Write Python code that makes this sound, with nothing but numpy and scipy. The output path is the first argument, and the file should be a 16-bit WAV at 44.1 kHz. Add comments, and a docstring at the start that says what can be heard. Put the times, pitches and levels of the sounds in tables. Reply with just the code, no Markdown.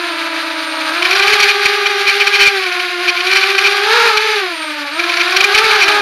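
"""Over a grassy field, a small racing quadcopter is heard by the camera on its own frame.
Four two-blade propellers sing as harmonics of their blade rates, which beat against each other.
Noise pulsed by the blades gives the wash, uneven pulse trains the blade slap, high tones the motor whine.
Resonant noise makes short frame buzzes, and low growls swell in dips to the grass; the loudest peaks clip."""
import sys
import numpy as np
from scipy import signal
from scipy.fft import rfft, irfft, next_fast_len
from scipy.io import wavfile
from scipy.ndimage import uniform_filter1d

SR = 44100
rng = np.random.default_rng(int(sys.argv[2]) if len(sys.argv) > 2 else 0)


def to_wav(sig):
    """Store sig (one row per channel, or 1-D mono) as 16-bit WAV at the path in sys.argv[1].

    Samples outside -1..1 are clipped; the rate is SR.
    """
    pcm = np.clip(np.atleast_2d(sig), -1, 1) * 32767
    pcm = np.round(pcm).astype(np.int16)
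    wavfile.write(sys.argv[1], SR, pcm.T)  # frames by channels


N = 265041

# turbulence shed by the blades, lower and upper spectrum: (frequency [Hz], relative level [dB])
WASH_SPECTRUM = [(30, -54), (200, -33.5), (300, -30), (520, -25.5), (850, -20), (1300, -5), (1650, -0.5),
                 (1950, -3), (2400, 4), (2800, -4), (3300, -5.5), (3900, -3), (4800, -6), (5500, -17.5)]
HISS_SPECTRUM = [(6100, -16), (6700, -22.5), (7500, -23.5), (8300, -31), (8900, -17), (9700, -29),
                 (11500, -22), (12700, -30.5), (13800, -38), (15000, -46)]
# reference blade rate and gap between the pairs, at which the layer laws hold
CRUISE_HZ, CRUISE_SPLIT_HZ = 400, 17.5


def undb(db):
    """Decibels to gain."""
    return 10 ** (np.asarray(db) / 20)


def unit(x):
    """Scale to rms 1."""
    return x / np.sqrt(np.mean(x ** 2))


def curves(table):
    """Columns of a timed table, interpolated at every sample."""
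    times_s, *columns = np.transpose(table)
    t = np.arange(N) / SR
    return [np.interp(t, times_s, column) for column in columns]


def wander(rate_hz, size=8192):
    """Smooth random signal of rms 1: coarse noise, low-passed near rate_hz."""
    hz = np.arange(size // 2 + 1) * SR / N
    lowpass = np.exp(-.5 * (hz / rate_hz) ** 2)
    coarse = irfft(rfft(rng.standard_normal(size)) * lowpass, size)
    return np.interp(np.linspace(0, size - 1, N), np.arange(size), unit(coarse))


def colour(x, spectrum):
    """Filter by (Hz, dB) points, interpolated on log frequency; rms 1."""
    hz, db = np.transpose(spectrum)
    size = next_fast_len(N, True)
    bins_hz = np.maximum(np.arange(size // 2 + 1) * SR / size, 1)
    gain = undb(np.interp(np.log(bins_hz), np.log(hz), db))
    return unit(irfft(rfft(x, size) * gain, size)[:N])


def ring(force, modes):
    """Drive parallel (Hz, width Hz, dB) resonances with a force; rms 1."""
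    total = 0
    for hz, width_hz, db in modes:
        b, a = signal.iirpeak(hz, hz / width_hz, fs=SR)
        total = total + undb(db) * signal.lfilter(b, a, force)
    return unit(total)


def corrected(hz, share=.012, rate_hz=9, speed_power=6.003):
    """Small quick flight-control corrections rock a pair's speed, far more at high speed."""
    depth = share * (hz / CRUISE_HZ) ** speed_power
    return hz * (1 + depth * np.tanh(wander(rate_hz)))


def spin(hz, hunting=0.003, flutter=0.002014):
    """Blade phase of one rotor: its speed, wavering slightly in moving air, integrated."""
    wavering_hz = hz * (1 + hunting * wander(9.99) + flutter * wander(30.2))
    return 2 * np.pi * np.cumsum(wavering_hz) / SR + rng.uniform(0, 2 * np.pi)


def spool_up(hz, limit=0.37, window_s=0.4):
    """Rate of speed rise [octave/s], averaged over a window; saturates both ways."""
    octaves_per_s = np.gradient(np.log2(hz)) * SR
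    rise = uniform_filter1d(octaves_per_s, size=int(window_s * SR))
    return limit * np.tanh(rise / limit)


def follow(law, hz, spool, split_hz):
    """Layer gain from rotor speed, spool-up and the gap between the pairs when steering."""
    db, speed_db, spool_db, split_db = law
    speed_octaves = np.log2(hz / CRUISE_HZ)
    split_octaves = np.log2(split_hz / CRUISE_SPLIT_HZ)
    return undb(db + speed_db * speed_octaves + spool_db * spool + split_db * split_octaves)


def blade_tone(phase, thrust, unrest, upper_law=0.77, sway=0.027, rough=0.074, blur_db=2.3):
    """Blade-pass harmonics: the first follows thrust; disturbed air shakes all and dulls the upper ones."""
    # blade harmonics, interpolated between rows: (multiple of blade rate, relative level [dB])
    blade = [(1, -1.5), (2, -7), (3, -7), (4, -5), (5, -7), (6, -8.5), (7, -11.5), (8, -11.5), (10, -14.5),
             (14, -26)]
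    multiples, db = np.transpose(blade)
    gust = np.tanh(wander(29))
    swirl = wander(37) * unrest
    upper = thrust ** upper_law * undb(blur_db * (1 - unrest))
    tone = 0
    for k in np.arange(len(blade) + 2) + 1:
        strength = thrust if k == 1 else upper
        partial = rng.choice([-1, 1]) * np.sin(k * (phase + rough * swirl)) * strength
        tone = tone + undb(np.interp(k, multiples, db)) * partial * (1 + sway * np.sqrt(k) * gust)
    return tone


def wash(phases, shares, depth=0.71, swell_db=2.3):
    """Blade turbulence: noise pulsing once per blade pass, with random gusts."""
    air = 0
    for phase, share in zip(phases, shares):
        air = air + share * np.exp(depth * np.cos(phase)) * rng.standard_normal(N)
    return air * undb(swell_db * np.tanh(wander(16)))


def blade_slap(phases, shares, sharpness=14, stagger=0.17, scatter=0.65, air_db=-4):
    """Blades strike vortices left by others: sharp, uneven pulses plus torn air."""
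    # slap spectrum: (frequency [Hz], relative level [dB])
    chopped_air = [(30, -28), (300, -24.5), (550, -11), (780, -6), (950, -6), (1300, 0.5), (1650, 2),
                   (2100, -13.5), (4000, -1.5), (8000, -35.5), (15000, -55)]
    slaps = 0
    for phase, share in zip(phases, shares):
        pulses = np.exp(sharpness * (np.cos(phase + stagger * wander(42)) - 1))
        slaps = slaps + share * pulses * (1 + scatter * wander(70))
    torn_air = colour(wash(phases, shares), chopped_air)
    return colour(slaps - slaps.mean(), chopped_air) + undb(air_db) * torn_air


def bursts(rows):
    """Steep-sided swells from (centre [s], peak [dB], -3 dB length [s]) rows."""
    t, swell = np.arange(N) / SR, np.zeros(N)
    for centre_s, db, length_s in rows:
        near = slice(*np.searchsorted(t, [centre_s - 2 * length_s, centre_s + 2 * length_s]))
        offset = np.abs(2 * (t[near] - centre_s) / length_s)
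        swell[near] += undb(db) * np.exp2(-offset ** 3 / 2)
    return swell


def rattles(rate_per_s=22, length_s=0.0096, spread_db=2.5):
    """Short weak swells of vibration at uneven intervals through spells of shaking."""
    # spells of shaking: (start [s], end [s], relative level [dB])
    shakes = [(1.011, 1.42, -12), (2.662, 2.82, -18), (3.18, 3.56, -15), (4.979, 5.35, -14.5),
              (5.723, 5.94, -12)]
    rows = []
    for start_s, end_s, db in shakes:
        gap, strength, stretch = rng.uniform(-1, 1, size=(64, 3)).T
        times_s = start_s + np.cumsum(2 ** gap) / rate_per_s - 1 / rate_per_s
        lengths_s = length_s * 2 ** (stretch / 2)
        spell = np.transpose([times_s, db + spread_db * strength, lengths_s])
        rows.extend(spell[times_s < end_s])
    return bursts(rows)


def frame_buzz(phase, depth=0.48, grit_db=-8, buzz_db=1.5):
    """Blade-pulsed vibration rattles the frame at its resonances, in bursts."""
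    # hard bursts: (centre [s], relative peak [dB], length [s])
    buzzes = [(1.114, -10, .009), (1.23, -11.5, 0.018), (1.338, -9, .012), (1.406, -9, .014),
              (1.435, -7.5, 0.017), (1.5, -10, 0.025), (1.662, -7, .011), (1.866, -9, 0.012),
              (2.088, -9, .03), (2.215, -9, 0.021), (2.276, -8, .012), (2.35, -9.5, 0.029),
              (2.42, -7.5, 0.043), (2.474, -7, 0.027), (3.091, -10, 0.021), (3.272, -12.5, 0.0091),
              (3.332, -9, .012), (3.368, -9.5, 0.023), (3.436, -10, 0.014), (3.588, -8, 0.011),
              (3.661, -9.5, 0.033), (4.177, -8.5, 0.0099), (5.214, -10, 0.012), (5.37, -6.5, .011),
              (5.411, -6.5, 0.01), (5.446, -6.5, 0.011), (5.554, -8, 0.015), (5.586, -8, 0.015),
              (5.828, -8.5, 0.028), (5.884, -10.5, 0.0061)]
    # frame resonances: (frequency [Hz], width [Hz], relative level [dB])
    frame = [(1544, 71, -9), (2393, 110, 9.5), (3017, 47, 2), (4244, 286, -7), (5550, 110, -9.5)]
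    # soft camera mount, passes little treble: (frequency [Hz], relative level [dB])
    mount = [(100, -32), (1000, 4), (2000, 1.5), (5600, 1), (7500, -12), (12000, -3), (15000, -16)]
    swell = np.maximum(bursts(buzzes), rattles())
    force = rng.standard_normal(N) * np.exp(depth * np.cos(phase))
    body = ring(force, frame)
    # the loose part swings between its stops, so its amplitude stays even
    body = body / np.sqrt(uniform_filter1d(body ** 2, size=120))
    grit = colour(force, WASH_SPECTRUM + HISS_SPECTRUM)
    return undb(buzz_db) * swell * colour(body + undb(grit_db) * grit, mount)


def ground_effect(rise_db_per_s=141, fall_db_per_s=85):
    """Gain of the near-grass layers: swells as the craft sinks, holds, fades as it lifts."""
    # dips to just above the grass: (start [s], length [s], relative level [dB])
    skims = [(3.935, 0.16, -16), (5.72, .04, -17.5), (5.979, .05, -25)]
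    t = np.arange(N) / SR
    gain = 0
    for start_s, length_s, db in skims:
        before_db = rise_db_per_s * np.maximum(start_s - t, 0)
        after_db = fall_db_per_s * np.maximum(t - start_s - length_s, 0)
        gain = gain + undb(db - before_db - after_db)
    return gain


def growl(phases, shares, smear=0.67, air_db=-4, throb=0.11, count=3):
    """Returning eddies scramble each blade stroke, smearing low harmonics into rough bands."""
    # growl spectrum: (frequency [Hz], relative level [dB])
    growl_spectrum = [(30, -16), (250, -26.5), (450, -15), (620, -16), (780, -8), (920, 2), (1100, -1),
                      (1400, 1), (1700, 4), (2100, -40), (4000, -2), (8000, -27), (15000, -58)]
    bands = 0
    for phase, share in zip(phases, shares):
        for k in np.arange(count) + 2:
            bands = bands + share * np.sin(k * (phase + smear * wander(44))) * wander(16)
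    noise = colour(rng.standard_normal(N), growl_spectrum)
    air = colour(bands, growl_spectrum) + undb(air_db) * noise
    return air * (1 + throb * np.tanh(wander(29)))


def skim_tones(phases, shares):
    """Clear low harmonics from blades working against the cushion of air under them."""
    # lifted harmonics: (multiple of blade rate, level against the growl [dB])
    harmonics = [(2, -8.5), (3, -13), (4, -17)]
    tones = 0
    for phase, share in zip(phases, shares):
        for k, db in harmonics:
            start = rng.uniform(0, 2 * np.pi)
            tones = tones + share * undb(db) * np.sin(np.round(k) * phase + start)
    return tones


def magnet_tones(phase, low_db=-3, waver_db=2):
    """Magnets pass the stator teeth: tones at 14 and 28 times the blade rate."""
    magnets = 14 * phase
    return (np.sin(2 * magnets) + undb(low_db) * np.sin(magnets)) * undb(waver_db * wander(3.5))


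def motor_whine(phases, shares):
    """Magnetic tones of all motors, ringing the motor bells where they sweep through; rms 1."""
    # bell resonances, applied twice in series: (frequency [Hz], width [Hz], relative level [dB])
    bells = [(5860, 1900, -9), (8720, 600, -11.5)]
    magnets = sum(share * magnet_tones(phase) for phase, share in zip(phases, shares))
    return ring(ring(magnets, bells), bells)


def scene(whine_db=-40, unrest_law=0.46):
    """Two rotors to a pair, each at its own speed and share, mixed with air, buzz and whine."""
    # blade rate of each rotor pair: (time [s], leading [Hz], trailing [Hz])
    speed = [(0, 351, 331.4), (.17, 332.5, 300.4), (.58, 325.1, 296.3), (.9, 317.4, 282.4),
             (1, 347.8, 320.4), (1.3, 422.8, 393.6), (1.52, 407, 388.8), (1.73, 414.1, 388),
             (2.2, 404.7, 390.7), (2.52, 402.5, 394.5), (2.7, 361.2, 352.6), (3.2, 357.5, 346.7),
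             (3.31, 382.9, 369.2), (3.81, 407.8, 380.8), (3.95, 471.1, 424.2), (4.08, 462, 414.5),
             (4.13, 434.8, 418.3), (4.33, 433, 415.4), (4.56, 323.2, 312.2), (4.9, 285.4, 277.4),
             (5, 346.3, 328.6), (5.25, 353.9, 336.3), (5.66, 445.7, 400), (5.76, 430, 404.8),
             (5.84, 379.4, 345.4), (5.9, 418, 328.4), (6.01, 405, 277.9)]
    # calmer and rougher air along the path, scales rush and slaps: (time [s], level [dB])
    rough_air = [(0, -1), (.5, -1.5), (1.35, 2), (1.85, -1.5), (2.4, 0.5), (2.9, -0.5), (3.4, 0.5),
                 (3.8, -1), (5.5, 1), (6.01, 1)]
    # layer laws: (cruise level [dB], per doubling of speed [dB], per octave/s of spool-up [dB],
    # per doubling of the gap between the pairs [dB])
    tone_law = (-20.5, 21, 1.5, 0.5)
    rush_law = (-17, 14, 2.5, 1)
    slap_law = (-25, 5.5, 3.5, 4.5)

    lead_hz, trail_hz = curves(speed)
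    mean_hz = (lead_hz + trail_hz) / 2
    split_hz = np.maximum(lead_hz - trail_hz, 1)
    spool = spool_up(mean_hz)
    unrest = np.minimum(split_hz / CRUISE_SPLIT_HZ, 2) ** unrest_law  # steering stirs the air
    lead_hz, trail_hz = corrected(lead_hz), corrected(trail_hz)
    speeds_hz = np.array([lead_hz, trail_hz, lead_hz - .3 * split_hz, trail_hz + .15 * split_hz])
    phases = [spin(hz) for hz in speeds_hz]
    # each rotor grows steeply louder with its own tip speed
    efforts = follow(tone_law, speeds_hz, spool, split_hz) / undb(tone_law[0])

    # near rotors dominate the steady tones; slaps come from all four
    steady_shares = undb([0.5, -3.5, -8.5, -19.5])
    whine_shares = undb([0.0, -3, -20, -17])
    slap_shares = undb([0, -1.0, -10.5, -3.5])[:, None] * efforts / efforts[0]

    tones = 0
    for phase, share, effort in zip(phases, steady_shares, efforts):
        tones = tones + share * blade_tone(phase, effort, unrest)
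    tones = undb(tone_law[0]) * tones
    rush = colour(wash(phases, steady_shares), WASH_SPECTRUM + HISS_SPECTRUM)
    rush = follow(rush_law, mean_hz, spool, split_hz) * rush
    slap = follow(slap_law, mean_hz, spool, split_hz) * blade_slap(phases, slap_shares)
    air = undb(curves(rough_air)[0]) * (rush + slap)
    buzz = frame_buzz(phases[0])
    skim = ground_effect() * (growl(phases, slap_shares) + skim_tones(phases, slap_shares))
    whine = undb(whine_db) * motor_whine(phases, whine_shares)
    return (tones + air + buzz + skim + whine)[None]


def record(dry, ceiling=0.9, low_cut_hz=117, top_hz=15250):
    """The microphone thins the bass, its port cancels two narrow bands, peaks clip, the top is cut."""
    # nulls of the microphone port: (frequency [Hz], width [Hz])
    port_nulls = [(7950, 420), (13350, 500)]
    low_cut = signal.butter(2, low_cut_hz, "highpass", fs=SR, output="sos")
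    dry = signal.sosfilt(low_cut, dry)
    for hz, width_hz in port_nulls:
        b, a = signal.iirnotch(hz, hz / width_hz, fs=SR)
        dry = signal.filtfilt(b, a, dry)
    clipped = dry / (1 + (dry / ceiling) ** 20) ** (1 / 20)
    top_cut = signal.ellip(10, .2, 85, top_hz, fs=SR, output="sos")
    return signal.sosfilt(top_cut, clipped)


dry = scene()
out = record(dry)
to_wav(out)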